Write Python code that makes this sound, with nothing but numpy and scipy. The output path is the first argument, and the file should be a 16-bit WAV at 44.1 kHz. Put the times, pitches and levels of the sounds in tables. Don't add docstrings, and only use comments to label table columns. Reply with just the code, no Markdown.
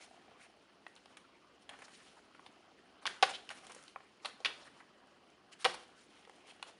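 import sys
import numpy as np
from scipy import signal
from scipy.io import wavfile
from scipy.ndimage import uniform_filter1d

SR = 44100
rng = np.random.default_rng(int(sys.argv[2]) if len(sys.argv) > 2 else 0)


def waveform_to_disk(signal):
    frames = np.transpose(np.atleast_2d(signal))
    scaled = np.clip(frames, -1, 1) * 32767
    samples = np.round(scaled).astype(np.int16)
    wavfile.write(sys.argv[1], SR, samples)


N = 299439


def from_db(db):
    return 10 ** (np.asarray(db) / 20)


def rms_one(x):
    return x / np.sqrt(np.mean(x ** 2) + 1e-20)


def at_hz(points, hz):
    table_hz, values = np.transpose(points)
    return np.interp(np.log(hz), np.log(table_hz), values)


def drift(rate_hz):
    step = 40
    pole = np.exp(-2 * np.pi * rate_hz * step / SR)
    white = rng.standard_normal(N // step + 2002)
    slow = signal.lfilter([1], [1, -2 * pole, pole * pole], white)[2000:]
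    return np.interp(np.arange(N) / step, np.arange(len(slow)), rms_one(slow))


def coloured(sources, spectrum, patchy_db, flicker_hz):
    edges = 25 * 2 ** (np.arange(28) / 3)
    out = 0
    for k, (low, high) in enumerate(zip(edges, edges[1:])):
        level_db = at_hz(spectrum, np.sqrt(low * high))
        sos = signal.butter(2, [low, high], "band", fs=SR, output="sos")
        band = signal.sosfilt(sos, sources[k % 2])
        out = out + from_db(level_db + patchy_db * drift(flicker_hz)) * band
    return rms_one(out)


def grains(per_s, spread_db, clump_db):
    sizes = from_db(spread_db * np.minimum(rng.exponential(1, N), 5))
    signs = rng.choice([-1, 1], N)
    caught = rng.random(N) < per_s / SR
    return sizes * signs * caught * from_db(clump_db * drift(25.0)) + 1e-18


# pitch_hz [Hz], level_db [dB per Hz]
AIR_SPECTRUM = [(18, -52), (30, -20), (65, -3.5), (124, -8.5), (189, -1.5), (342, 4.5), (485, -2),
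                (721, -5.5), (2440, -29.5), (3120, 2), (3630, -21), (4310, -11.5), (7830, -45), (9560, -55),
                (11400, -41), (14800, -80), (22000, -120)]
AIR_DB = -70.5


def still_air():
    white = rng.standard_normal((2, N))
    return from_db(AIR_DB) * coloured(white, AIR_SPECTRUM, patchy_db=.3, flicker_hz=3.0)


# [dB, fur and paper]
MOVES = [(0.0, -66, -72.5), (0.3, -64.5, -76.5), (0.51, -68.5, -80), (1.02, -69, -78.5), (1.6, -68, -80),
         (1.89, -64.5, -67.5), (2.05, -68, -66.5), (2.22, -67.5, -77.5), (3.0, -66, -80.5),
         (3.54, -66.5, -71.5), (3.72, -61.5, -67), (3.86, -66.5, -67.5), (3.97, -69.5, -81.5),
         (4.76, -63.5, -73), (4.92, -68.5, -81), (5.43, -69, -80.5), (6.49, -66.5, -73.5), (6.79, -69, -77)]
# [Hz, band centre]
BRUSHES = [(0.0, 0.067, -70, -79, -61.5, 1970), (0.392, 0.083, -75, -63, -67.5, 2000),
           (0.956, 0.034, -67.5, -68.5, -89, 2960), (1.095, 0.063, -64.5, -79, -80, 2800),
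           (1.611, .03, -80, -85, -76, 5000), (1.682, 0.09, -59.5, -63.5, -90, 1800),
           (1.838, 0.022, -70, -60, -63, 5200), (1.932, 0.032, -78, -64.5, -74, 3900),
           (2.052, 0.045, -69, -70.5, -76, 2760), (2.162, 0.039, -60.5, -86, -76, 1400),
           (3.012, 0.04, -61.5, -69.5, -69, 1285), (3.284, 0.04, -53, -53, -54.5, 3020),
           (3.323, 0.046, -59, -47, -64, 3350), (3.493, 0.04, -57, -55, -62, 1790),
           (3.565, 0.032, -65, -70, -62.5, 5400), (3.635, 0.027, -61, -73, -66, 3000),
           (3.695, 0.025, -57.5, -59.5, -80, 2130), (4.22, 0.084, -58.5, -63, -62.5, 5560),
           (4.592, 0.054, -63, -65, -75, 4380), (4.647, 0.044, -70, -58.5, -69.5, 1520),
           (4.784, 0.035, -77, -59, -77, 1510), (5.514, 0.032, -67, -63, -59.5, 2300),
           (5.586, 0.058, -71, -60.5, -59, 1300), (5.735, 0.023, -50.5, -53, -55.5, 1180),
           (5.814, 0.03, -62, -74, -76, 1390), (5.943, 0.13, -83, -95, -74, 3000),
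           (6.076, 0.19, -74, -70, -78, 2770), (6.458, 0.067, -66, -61, -63.5, 2580),
           (6.656, 0.062, -65.5, -67, -65.5, 2800)]
# pitch_hz [Hz], level_db [dB per Hz]
RUB_SPECTRUM = [(350, -26), (550, -9.5), (760, -5.5), (1050, -7), (1600, -8), (2500, -38)]
SCUFF_SPECTRUM = [(120, -13), (200, 0), (573, -3), (795, 2.5), (879, -4), (1180, -0.5), (1670, -6),
                  (2350, -9.5), (6000, -24), (7800, -40), (13200, -120)]
SWISH_SPECTRUM = [(1000, -24), (2000, 5), (3000, 0), (4200, 0), (5500, -2.5), (7000, 0.5), (8000, -10),
                  (9300, -1), (10500, -10), (11200, -25), (12000, -46)]
SETTLE_DB = [
    [-32.5],
    [-36],
    [-35],
]
SETTLE_T60_S = 0.43


def rustle():
    start_s, scuff_db, swish_db = np.transpose(MOVES)
    t = np.arange(N) / SR
    scuff_gain = from_db(np.interp(t, start_s, scuff_db))
    swish_gain = from_db(np.interp(t, start_s, swish_db))
    gains = np.array([0 * t, scuff_gain, swish_gain])
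    for start, _, clack_db, *_ in KNOCKS:
        first = round(start * SR)
        after = slice(first, first + SR // 2)
        dying_db = clack_db - 60 * (t[after] - start) / SETTLE_T60_S
        gains[:, after] += from_db(dying_db + SETTLE_DB)

    claws, scratch = grains(3000.0, 1.3, 4.3), np.zeros(N)
    for start, length, rub_db, scratch_db, brush_db, hz in BRUSHES:
        span = slice(round(start * SR), round((start + length) * SR))
        swell = np.sin(np.pi * np.clip((t[span] - start) / length, 0, 1)) ** 0.84
        gains[::2, span] += from_db([[rub_db], [brush_db]]) * swell
        sos = signal.butter(2, [hz / 1.3, hz * 1.3], "band", fs=SR, output="sos")
        clawing = rms_one(signal.sosfilt(sos, claws[span]))
        scratch[span] += from_db(scratch_db) * swell * clawing

    rub_grains = [grains(800.0, 1.9, 0.74) for _ in range(2)]
    rub = coloured(rub_grains, RUB_SPECTRUM, patchy_db=2.5, flicker_hz=37.0)
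    scuff_grains = [grains(2500.0, 1.97, 0.9) for _ in range(2)]
    scuff = coloured(scuff_grains, SCUFF_SPECTRUM, patchy_db=3.0, flicker_hz=16.0)
    swish_grains = [grains(4000.0, 1.94, 2.25) for _ in range(2)]
    swish = coloured(swish_grains, SWISH_SPECTRUM, patchy_db=1.5, flicker_hz=35.0)
    return gains[0] * rub + gains[1] * scuff + gains[2] * swish + scratch


# [dB, typical peak of a pulse]
PURR = [(0.008, 0.33, 29.4, -55), (0.464, 0.51, 29.5, -56), (2.531, 2.77, 27.0, -59),
        (2.968, 3.02, 27.0, -59), (5.440, 5.56, 27.0, -61), (6.447, 6.68, 26.6, -58)]
THROAT_HZ, THROAT_T60_S = 726, 0.022


def purr():
    pulses = np.zeros(N)
    for start, end, rate_hz, level_db in PURR:
        times = np.arange(start, end, 1 / rate_hz)
        uneven = rng.standard_normal((12, 2))[:len(times)]
        at = ((times + .0007 * uneven[:, 0]) * SR).astype(int)
        pulses[at] = from_db(level_db + 2 * uneven[:, 1])
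    t = np.arange(2048) / SR
    onset = np.clip(t / 0.0018, 0, 1)
    ring = from_db(-60 * t / THROAT_T60_S) * np.sin(2 * np.pi * THROAT_HZ * t) * onset
    return signal.fftconvolve(pulses, ring / ring.max())[:N]


# [Hz, favoured pitch]
KNOCKS = [(0.866, -47, -45, -75, 0.0022, 1250, 1500), (0.881, -81, -66, -65, .002, 681, 3500),
          (0.954, -74, -70, -59.5, .002, 982, 2220), (0.963, -68, -55, -63, .003, 1130, 3300),
          (1.058, -55, -55, -65, .002, 1030, 3220), (1.17, -61, -51.5, -55, 0.0055, 1270, 2070),
          (1.692, -53.5, -45, -53, 0.0062, 1180, 2400), (1.737, -50.5, -58, -80, .006, 729, 1330),
          (1.789, -59.5, -58.5, -61, .01, 686, 1810), (1.82, -59, -51.5, -60, .008, 730, 1450),
          (1.882, -58, -56, -64, .0025, 1220, 1330), (2.348, -64, -55, -73, 0.0045, 401, 1400),
          (2.394, -51.5, -59, -80, .002, 1110, 1420), (2.463, -52.5, -51.5, -65, .005, 900, 2740),
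          (3.055, -43, -31.5, -54, 0.0073, 1130, 1556), (3.066, -46, -31, -56, .002, 1180, 3240),
          (3.07, -47, -32, -46, 0.0033, 818, 3370), (3.075, -59, -31.5, -62, 0.0032, 1300, 1520),
          (3.226, -17.5, -22.5, -52, 0.0046, 814, 3150), (3.231, -31, -22, -49, 0.0042, 700, 1640),
          (3.236, -33, -30.5, -49, 0.0046, 815, 3020), (3.491, -56, -41, -57, 0.0022, 1230, 3560),
          (3.504, -62, -41, -51, .004, 920, 1460), (3.511, -49, -45, -55, 0.0053, 820, 1330),
          (3.668, -55, -53, -50, .005, 732, 1890), (3.697, -50.5, -57, -58, .005, 805, 1820),
          (3.719, -74, -57, -50.5, .003, 1150, 2390), (3.748, -56, -57, -50, .005, 1180, 2320),
          (3.763, -52, -54, -63, .003, 420, 1310), (3.827, -68, -65, -57, .002, 800, 4000),
          (3.838, -70, -64, -55.5, .002, 800, 4000), (3.88, -70, -50, -59, .002, 900, 3000),
          (3.96, -40, -47.5, -75, 0.0019, 1190, 1390), (4.005, -53, -55, -78, .002, 1000, 1500),
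          (4.248, -41.5, -41, -58, .007, 1210, 2710), (4.256, -40.5, -35.5, -46.5, 0.0049, 1200, 2920),
          (4.403, -49.5, -57.5, -74, .007, 560, 4000), (4.448, -46, -27, -57, 0.0073, 1150, 2650),
          (4.457, -42.5, -27.5, -55, 0.0075, 1190, 2280), (4.809, -57.5, -64, -81, .003, 786, 1554),
          (5.072, -66, -68, -71, .003, 640, 1590), (5.302, -72, -71, -67, .002, 545, 1310),
          (5.645, -34, -28.5, -43, 0.011, 1240, 3300), (5.65, -25.5, -22, -36, 0.0042, 1090, 2850),
          (5.655, -28.5, -25, -47, .003, 990, 1480), (5.66, -27, -30, -56, 0.0026, 450, 2200),
          (6.251, -61, -56.5, -73, .0015, 738, 2600), (6.275, -50, -64, -75, 0.0032, 443, 1430),
          (6.296, -52, -54.5, -62, .002, 615, 1550), (6.597, -56, -63, -82, .003, 743, 2180),
          (6.627, -40, -38.5, -46.5, 0.0022, 1250, 1990)]
# [s, before the paw's damping factor]
BOARD = [(340, -10, .07), (420, -7, .07), (515, 0, .08), (640, -16, .05), (778, 0, .07), (960, -12, .05),
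         (1110, -3, .06), (1230, -6, .05), (1480, -3, .045), (1620, -7, .05), (1850, -5, .05),
         (2240, -7, .05), (2540, -6, .045), (2850, -6, .045), (3200, -4, .05), (3420, -8, .04),
         (3660, -7, .05), (3990, -6, .03), (4390, -10, .04), (4660, -11, .05)]
RING_SHARE = 0.29
RING_DOUBLING_DB = 49


def knocks():
    size = 4096
    t, out = np.arange(size) / SR, np.zeros(N + size)
    mean_hz, mode_db, t60_s = np.transpose(BOARD)[:, :, None]
    low = mean_hz < 1300
    is_low = low[:, 0]
    treble = signal.butter(2, [5000, 10000], "band", fs=SR, output="sos")
    for start, thud_db, clack_db, crack_db, crunch_s, thud_hz, clack_hz in KNOCKS:
        fading = np.exp(-t / crunch_s)
        crunch = fading * rng.standard_normal(size) * (rng.random(size) < .06) * 0.67
        crunch[0] = 1

        hz = mean_hz * (1 + 0.013 * rng.standard_normal(mean_hz.shape))
        spot_hz = np.where(low, thud_hz, clack_hz)
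        favoured_db = -11 * np.log2(hz / spot_hz) ** 2
        chance_db = 2 * rng.standard_normal(hz.shape)
        signs = rng.choice([-1, 1], hz.shape)
        strength = from_db(mode_db + favoured_db + chance_db) * signs
        share = RING_SHARE * 2 ** ((thud_db + 55) / RING_DOUBLING_DB)
        rings = strength * from_db(-60 * t / (t60_s * share)) * np.sin(2 * np.pi * hz * t)

        push = 0.6 * crunch
        push[0] = 1
        thud = signal.fftconvolve(rings[is_low].sum(0), push)[:size]
        clack = signal.fftconvolve(rings[~is_low].sum(0), crunch)[:size]

        fibres = 5.3 * crunch + rng.standard_normal(size) * fading ** 0.8
        middle = signal.butter(2, [clack_hz / 1.7, clack_hz * 1.6], "band", fs=SR, output="sos")
        clack = rms_one(clack) + 2.2 * rms_one(signal.sosfilt(middle, fibres))
        crack = signal.sosfilt(treble, fibres)

        at = round(start * SR)
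        for part, level_db in (thud, thud_db), (clack, clack_db), (crack, crack_db):
            loudest = np.sqrt(uniform_filter1d(part ** 2, size=128).max())
            out[at:at + size] += from_db(level_db) * part / loudest
    small = signal.butter(2, 420, "high", fs=SR, output="sos")
    return signal.sosfilt(small, out[:N])


# pitch_hz [Hz], t60_s [s]
ECHO = [(300, 0.61), (800, 0.15), (2000, 0.38), (5500, 0.41), (10000, 0.24)]
ECHO_DB = -12.5


def room(x):
    t = np.arange(SR // 2) / SR
    tail = 0
    for hz in 250 * 2. ** np.arange(7):
        edges = [hz / np.sqrt(2), min(hz * np.sqrt(2), 20000)]
        sos = signal.butter(2, edges, "band", fs=SR, output="sos")
        band = signal.sosfilt(sos, rng.standard_normal(len(t)))
        tail = tail + band * from_db(-60 * t / at_hz(ECHO, hz))
    tail = tail * np.clip(t / 0.009, 0, 1)
    unit_tail = tail / np.sqrt(np.sum(tail ** 2))
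    return from_db(ECHO_DB) * signal.fftconvolve(x, unit_tail)[:N]


def scene():
    near = knocks() + purr() + rustle()
    return (near + room(near) + still_air())[None]


# [dB, gain at the centre]
PORT = [(3040, 560, 3), (4210, 330, 2), (5470, 120, 4), (7840, 1080, -5), (9040, 190, 1), (11940, 1000, -2)]
CUTOFF_HZ = 11800


def record(dry):
    for hz, width_hz, level_db in PORT:
        peak = signal.lfilter(*signal.iirpeak(hz, hz / width_hz, fs=SR), dry)
        dry = dry + (from_db(level_db) - 1) * peak
    dry = signal.sosfilt(signal.butter(2, 40, "high", fs=SR, output="sos"), dry)
    cut = signal.sosfilt(signal.cheby2(12, 55, CUTOFF_HZ, fs=SR, output="sos"), dry)
    return cut + from_db(-104) * rng.standard_normal(dry.shape)


dry = scene()
out = record(dry)
waveform_to_disk(out)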